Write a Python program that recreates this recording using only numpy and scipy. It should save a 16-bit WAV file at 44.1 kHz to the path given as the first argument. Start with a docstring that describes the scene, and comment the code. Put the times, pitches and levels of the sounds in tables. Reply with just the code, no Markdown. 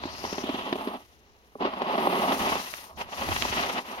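"""A paved yard, a pair of microphone ports close to a plastic rake drawn three times through dry grain.
From the start the blade chatters and knocks on the ground and stirs the air at the ports; kernels
crunch against it, and loose husks rustle and pour down behind it. After a little over a second the
quiet yard is left alone for a moment. Two louder strokes follow back to back, near 1.6 s and 3 s,
and each flings one kernel that snaps beside the right port."""
import sys
import numpy as np
from scipy import signal
from scipy.fft import rfft, irfft, next_fast_len
from scipy.io import wavfile
from scipy.ndimage import map_coordinates

SR = 44100
rng = np.random.default_rng(int(sys.argv[2]) if len(sys.argv) > 2 else 0)


def generate_wav(signal):
    """Clip the signal to [-1, 1] and save it as 16-bit WAV at the path in sys.argv[1]."""
    frames = np.transpose(np.atleast_2d(signal))
    scaled = np.clip(frames, -1, 1) * 32767
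    pcm = np.round(scaled).astype(np.int16)
    wavfile.write(sys.argv[1], SR, pcm)


N = 176400


def amp(db):
    """Decibels to gain."""
    return 10 ** (np.asarray(db) / 20)


def unit(x):
    """x scaled to rms 1."""
    return x / np.sqrt(np.mean(x ** 2) + 1e-20)


def along(points, hz):
    """Read between (Hz, value) points on a log frequency axis."""
    point_hz, values = np.transpose(points)
    return np.interp(np.log(hz + 1), np.log(point_hz + 1), values)


def curves(rows):
    """One value per sample for each column after the time."""
    times, *columns = np.transpose(rows)
    return [np.interp(np.arange(N) / SR, times, column) for column in columns]


def wobble(per_s):
    """A smooth random curve with per_s knots a second."""
    knots = rng.standard_normal(int(N * per_s / SR) + 4)
    return map_coordinates(knots, [np.arange(N) * per_s / SR])


def filtered(x, response):
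    """x through a complex frequency response."""
    size = 2 * next_fast_len(N // 2 + SR // 4)
    return irfft(rfft(x, size) * response(np.fft.rfftfreq(size, 1 / SR)), size)[..., :N]


def coloured(x, spectrum):
    """x through a minimum-phase filter with this (Hz, dB) spectrum."""
    def response(hz):
        cepstrum = irfft(np.log(amp(along(spectrum, hz))))
        half = len(cepstrum) // 2
        cepstrum[1:half] *= 2
        cepstrum[half + 1:] = 0
        return np.exp(rfft(cepstrum))
    return filtered(x, response)


def ports(pair, left_db):
    """Two unrelated signals as the ports hear them: most alike low down, the left one early."""
    # Each row: frequency in Hz, likeness of the two ports from 0 to 1.
    likeness = [(50, 0.46), (200, 1), (600, 0.92), (1100, 0.81), (2000, 0.47), (3000, 0.21), (6000, 0.084)]
    # Each row: frequency in Hz, phase lead of the left port in radians.
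    left_lead = [(100, 0), (400, 0.5), (750, 0.95), (1100, 2), (1450, 2.5), (2300, 3.5), (3200, 5)]
    def mix(hz, side):
        alike, lead = np.clip(along(likeness, hz), 0, .995), along(left_lead, hz)
        shares = np.sqrt([1 + alike, 1 - alike]) * [[1], [side]]
        return shares * np.exp(.5j * side * lead) / np.sqrt(1 + alike * np.cos(lead))
    stereo = np.array([filtered(pair, lambda hz: mix(hz, side)).sum(0) for side in (1, -1)])
    return stereo * amp(np.array([[.5], [-.5]]) * left_db)


def grains(spectrum, per_s, spread_db):
    """Two streams of tiny impacts of random size, rms 1."""
    hits = rng.random((2, N)) < per_s / SR
    sizes = amp(spread_db * np.clip(rng.standard_normal((2, N)), -2, 2))
    signs = rng.choice([-1, 1], (2, N))
    return unit(coloured(hits * sizes * signs, spectrum))


def add(track, start_s, sound):
    """Mix a sound into the track at start_s."""
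    part = track[..., max(round(start_s * SR), 0):][..., :sound.shape[-1]]
    part += sound[..., :part.shape[-1]]


def yard(level_db=-63.5):
    """The faint, steady outdoor background behind the rake."""
    # Each row: frequency in Hz, relative level in dB.
    colour = [(25, -7), (65, 5.5), (110, -10), (250, -16), (420, -4), (900, -19.5), (3000, -22),
              (6000, -35), (8000, -54), (12500, -34)]
    background = unit(coloured(rng.standard_normal((2, N)), colour))
    return ports(amp(level_db) * background, left_db=1.0)


def stirred_air():
    """The passing blade pushes low puffs of air at the ports, partly different at each."""
    # Each row: time in seconds, relative level of the rumble in dB.
    levels = [(0.0, -50.5), (0.52, -53.5), (1.0, -70.5), (1.57, -72), (1.63, -54), (1.74, -66), (2.53, -49),
              (2.7, -65), (3.0, -54), (3.05, -49), (3.12, -59), (3.27, -38), (3.9, -61), (4.0, -60)]
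    # Each row: frequency in Hz, relative level in dB.
    colour = [(20, -15), (45, -8), (70, 2), (100, -4), (150, -9.5), (300, -10.5), (800, -50)]
    level_db, = curves(levels)
    rumble = unit(coloured(rng.standard_normal((2, N)), colour))
    return ports(rumble * amp(level_db - .7 + 3.1 * wobble(22.2)), left_db=-2.5)


def raking():
    """The blade scrapes, booms under pressure and crushes kernels; one judder drives all three."""
    # Each row: time in seconds, relative scrape level in dB, relative crunch level in dB.
    first_stroke = [(0.0, -46, -50), (0.16, -43.5, -43.5), (0.55, -37.5, -42.5), (0.748, -40.5, -49),
                    (0.81, -36.5, -46.5), (0.95, -39.5, -52), (1.06, -67.5, -69.5), (1.25, -68.5, -74)]
    second_stroke = [(1.57, -65.5, -75), (1.588, -53.5, -72), (1.61, -32, -45.5), (1.658, -30, -40.5),
                     (1.702, -41.5, -52), (1.808, -32, -45), (2.328, -25.5, -36), (2.341, -33.5, -43.5),
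                     (2.536, -27.5, -35), (2.634, -45, -46.5), (2.806, -51.5, -51.5), (2.906, -48.5, -63),
                     (2.95, -58, -84)]
    third_stroke = [(2.96, -55, -86), (2.974, -47, -53), (3.016, -34, -42.5), (3.051, -52, -58.5),
                    (3.19, -35, -43), (3.37, -36, -38), (3.49, -39.5, -41), (3.582, -30.5, -34),
                    (3.735, -35, -42.5), (3.786, -30.5, -36.5), (3.815, -43, -51.5), (3.862, -52.5, -56.5),
                    (3.89, -37.5, -44.5), (4.0, -41.5, -49.5)]
    # Weight on the blade. Each row: time in seconds, boom in dB relative to the scrape.
    weight = [(0.0, -5.5), (0.55, -3.5), (1.65, -1.5), (1.73, -6), (2.25, -1), (2.9, -9), (3.75, -3),
              (4.0, -7.5)]
    # Where the crunch sits as the blade passes. Each row: time in seconds, left over right in dB.
    lean = [(0.0, 4), (0.87, 0), (1.67, 1.5), (2.7, 2), (4.0, 2)]
    # Each row: frequency in Hz, relative level in dB.
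    scrape_colour = [(100, -48), (300, -18), (490, -8.5), (620, 0), (770, 1), (1100, -2.5), (1400, -16.5),
                     (4000, -63)]
    boom_colour = [(110, -34.5), (190, -2.5), (255, -0.5), (320, -7.5), (390, -1.5), (490, -11.5),
                   (1500, -65.5)]
    crunch_colour = [(500, -33), (1200, 1), (1600, -4.5), (1950, 0.5), (2300, -2.5), (2700, 2.5),
                     (3200, -0.5), (4000, -7), (5000, -11), (8000, -53.5)]
    scrape_db, crunch_db = curves(np.vstack([first_stroke, second_stroke, third_stroke]))
    (weight_db,), (left_db,) = curves(weight), curves(lean)
    judder_db = 2.2 * wobble(70)
    scrape = grains(scrape_colour, per_s=3500, spread_db=2.0)
    boom = amp(weight_db) * grains(boom_colour, per_s=2200, spread_db=3.0)
    blade = amp(scrape_db - 2.5 + judder_db) * (scrape + boom)
    crunch = amp(crunch_db + 0.47 + judder_db) * grains(crunch_colour, per_s=6000, spread_db=3.0)
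    return ports(blade, left_db=-1.5) + ports(moving_peak(crunch), left_db)


def husks():
    """Loose grain rubs and showers down in a dense, fine crackle, well to the left."""
    # Each row: time in seconds, relative level in dB.
    rustle_levels = [(0.0, -62), (0.03, -53), (0.3, -45), (1.22, -72), (1.57, -74.5), (1.65, -62),
                     (1.69, -70), (2.25, -49), (2.56, -44), (2.85, -55), (2.93, -72), (3.02, -47.5),
                     (3.05, -70), (3.13, -51), (3.42, -40), (3.79, -50.5), (3.84, -61.5), (3.91, -53.5),
                     (4.0, -65)]
    hiss_levels = [(0.0, -72), (0.23, -56), (0.62, -62.5), (0.87, -60), (1.29, -84), (1.86, -66),
                   (2.05, -52), (2.42, -47), (2.85, -53.5), (2.965, -80), (2.975, -60), (3.02, -54.5),
                   (3.06, -73), (3.16, -54.5), (3.34, -46.5), (3.79, -55.5), (3.84, -65.5), (3.9, -56),
                   (4.0, -64.5)]
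    # Rustle in the lower treble, hiss above it. Each row: frequency in Hz, relative level in dB.
    rustle_colour = [(2500, -17), (4000, -0.5), (4800, -2), (5700, 0.5), (6600, -3), (7500, -11),
                     (8300, -22), (12000, -41)]
    hiss_colour = [(5000, -13), (7200, -29), (8300, -6), (9500, 1.5), (10600, -0.5), (11800, 2.5),
                   (13500, -3), (15800, -9)]
    (rustle_db,), (hiss_db,) = curves(rustle_levels), curves(hiss_levels)
    clumps = wobble(90)
    rustle = amp(rustle_db - 2.5 + 1.82 * clumps) * grains(rustle_colour, per_s=9000, spread_db=7.0)
    hiss = amp(hiss_db - 1.5 + 1.27 * clumps) * grains(hiss_colour, per_s=17000, spread_db=7.5)
    return ports(moving_peak(rustle), left_db=10.5) + ports(hiss, left_db=9)


def moving_peak(x, width_octaves=0.22, contrast_db=9.5):
    """A bright band in the crunch and rustle climbs as the blade first nears, then drops and fades."""
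    from_hz, toward_hz, settled_hz = 3900, 6260, 3300
    rise_s, pass_s, fade_s = 0.32, 0.43, 0.54
    hz, t, spectra = signal.stft(x, SR, nperseg=512)
    climb_hz = toward_hz + (from_hz - toward_hz) * np.exp(-t / rise_s)
    centre_hz = np.where(t < pass_s, climb_hz, settled_hz)
    depth_db = contrast_db * np.exp(np.minimum(pass_s - t, 0) / fade_s)
    bell = np.exp(-.5 * (np.log2((hz[:, None] + 1) / centre_hz) / width_octaves) ** 2)
    gain = amp(depth_db * (bell - 0.61))  # lifts the centre and lowers the rest
    return signal.istft(spectra * gain, SR, nperseg=512)[1][:, :N]


def reflections(x, echo_db=-11, spread_s=.007, count=8):
    """The blade and the ground send back weak early copies that ripple the treble."""
    delays = rng.uniform(spread_s / 10, spread_s, (2, count))
    signs = rng.choice([-1, 1], (2, count))
    def response(hz):
        copies = signs[..., None] * np.exp(-2j * np.pi * delays[..., None] * hz)
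        echoes = copies.sum(1) / np.sqrt(count)
        gain = amp(echo_db) * hz / (hz + 1000)
        return (1 + gain * echoes) / np.sqrt(1 + gain ** 2)
    return filtered(x, response)


def knocks(ring_db=-3.5, crack_db=-3, crack_t60=0.04, attack_s=0.000884, focus_db_per_octave=7):
    """Each catch on the ground rings the blade and cracks a few kernels under it."""
    # Each row: start in seconds, relative level in dB, favoured pitch in Hz, crack offset in dB.
    catches = [(0.036, -22, 900, -12.5), (0.053, -18.5, 316, -25), (0.239, -19.5, 443, -17),
               (0.25, -19, 920, -17), (0.327, -18.5, 307, -18), (0.381, -16, 477, -17.5),
               (0.438, -18, 308, -24), (0.491, -10, 250, -23), (0.543, -19, 250, -28),
               (0.726, -11, 375, -16.5), (0.755, -17.5, 346, -23), (0.872, -14, 272, -23),
               (1.554, -25, 430, -52), (1.606, -20.5, 427, -25), (1.623, -13.5, 440, -24),
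               (1.651, -13, 476, -22), (1.673, -16, 564, -41), (1.736, -21, 940, -19),
               (1.818, -12.5, 745, -20), (1.897, -16, 600, -41), (1.979, -12, 730, -21),
               (2.071, -6, 680, -27), (2.321, -12, 710, -15.5), (2.554, -14, 696, -34),
               (3.287, -19.5, 575, -12), (3.362, -20, 910, -5), (3.451, -14.5, 810, -27)]
    # Each row: frequency in Hz, relative level in dB, seconds to fall by 60 dB.
    blade_modes = [(196.5, -8.5, 0.051), (256.6, -2, 0.055), (385, -3, 0.055), (615, -1.5, 0.029),
                   (785, -3.5, 0.033), (1030, 2, 0.018)]
    # A low cut keeps the knocks free of deep thump. Each row: frequency in Hz, gain in dB.
    low_cut = [(70, -13), (190, 0)]
    # Each row: frequency in Hz, gain in dB.
    crack_colour = [(500, -3), (1300, 2), (3200, 5), (4500, -1.5), (6000, -16), (8000, -33), (15000, -27)]
    ring, crack = np.zeros((2, N)), np.zeros((2, N))
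    t = np.arange(SR // 6) / SR
    attack = 1 - np.exp(-t / attack_s)
    for start_s, level_db, pitch_hz, offset_db in catches:
        modes = np.zeros(len(t))
        for hz, mode_db, t60 in blade_modes:
            struck_db = mode_db - focus_db_per_octave * abs(np.log2(hz / pitch_hz))
            detuned_hz = hz * (1 + rng.normal(0, 0.048))
            modes += amp(struck_db - 60 * t / t60) * np.cos(2 * np.pi * (detuned_hz * t + rng.random()))
        add(ring[0], start_s, amp(level_db + ring_db) * modes * attack)
        crack_decay = 2 * amp(level_db + offset_db + crack_db - 60 * t / crack_t60)
        add(crack, start_s + attack_s, crack_decay * rng.standard_normal((2, len(t))))
    blade = ports(coloured(ring, low_cut), left_db=-1.5)
    return blade + ports(coloured(crack, crack_colour), left_db=3.2)


def flung_kernels(rise_cycles=0.34):
    """A kernel hits beside the right port: a snap of a few cycles and a faint ring of the casing."""
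    # Each row: start in seconds, level in dB, pitch in Hz.
    strikes = [(2.7393, -14, 2120), (3.4233, -2.5, 2800)]
    # The casing's ring: pitch in Hz, level in dB relative to the snap, seconds to fall by 60 dB.
    casing_mode = (700, -21, 0.017)
    casing_hz, casing_db, casing_t60 = casing_mode
    track, t = np.zeros((2, N)), np.arange(SR // 20) / SR
    casing = amp(casing_db - 60 * t / casing_t60) * np.sin(2 * np.pi * casing_hz * t)
    for start_s, level_db, hz in strikes:
        age = t * hz / rise_cycles
        snap = age * np.exp(1 - age) * np.sin(2 * np.pi * hz * t)
        add(track[1], start_s, amp(level_db) * (snap + casing))
    return track


def scene():
    """Rake, grain and air close to the microphones, the quiet yard behind them."""
    return reflections(raking() + husks()) + knocks() + flung_kernels() + stirred_air() + yard()


def record(dry, top_hz=15820):
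    """The recorder keeps nothing above its band limit."""
    return filtered(dry, lambda hz: hz < top_hz)


dry = scene()
out = record(dry)
generate_wav(out)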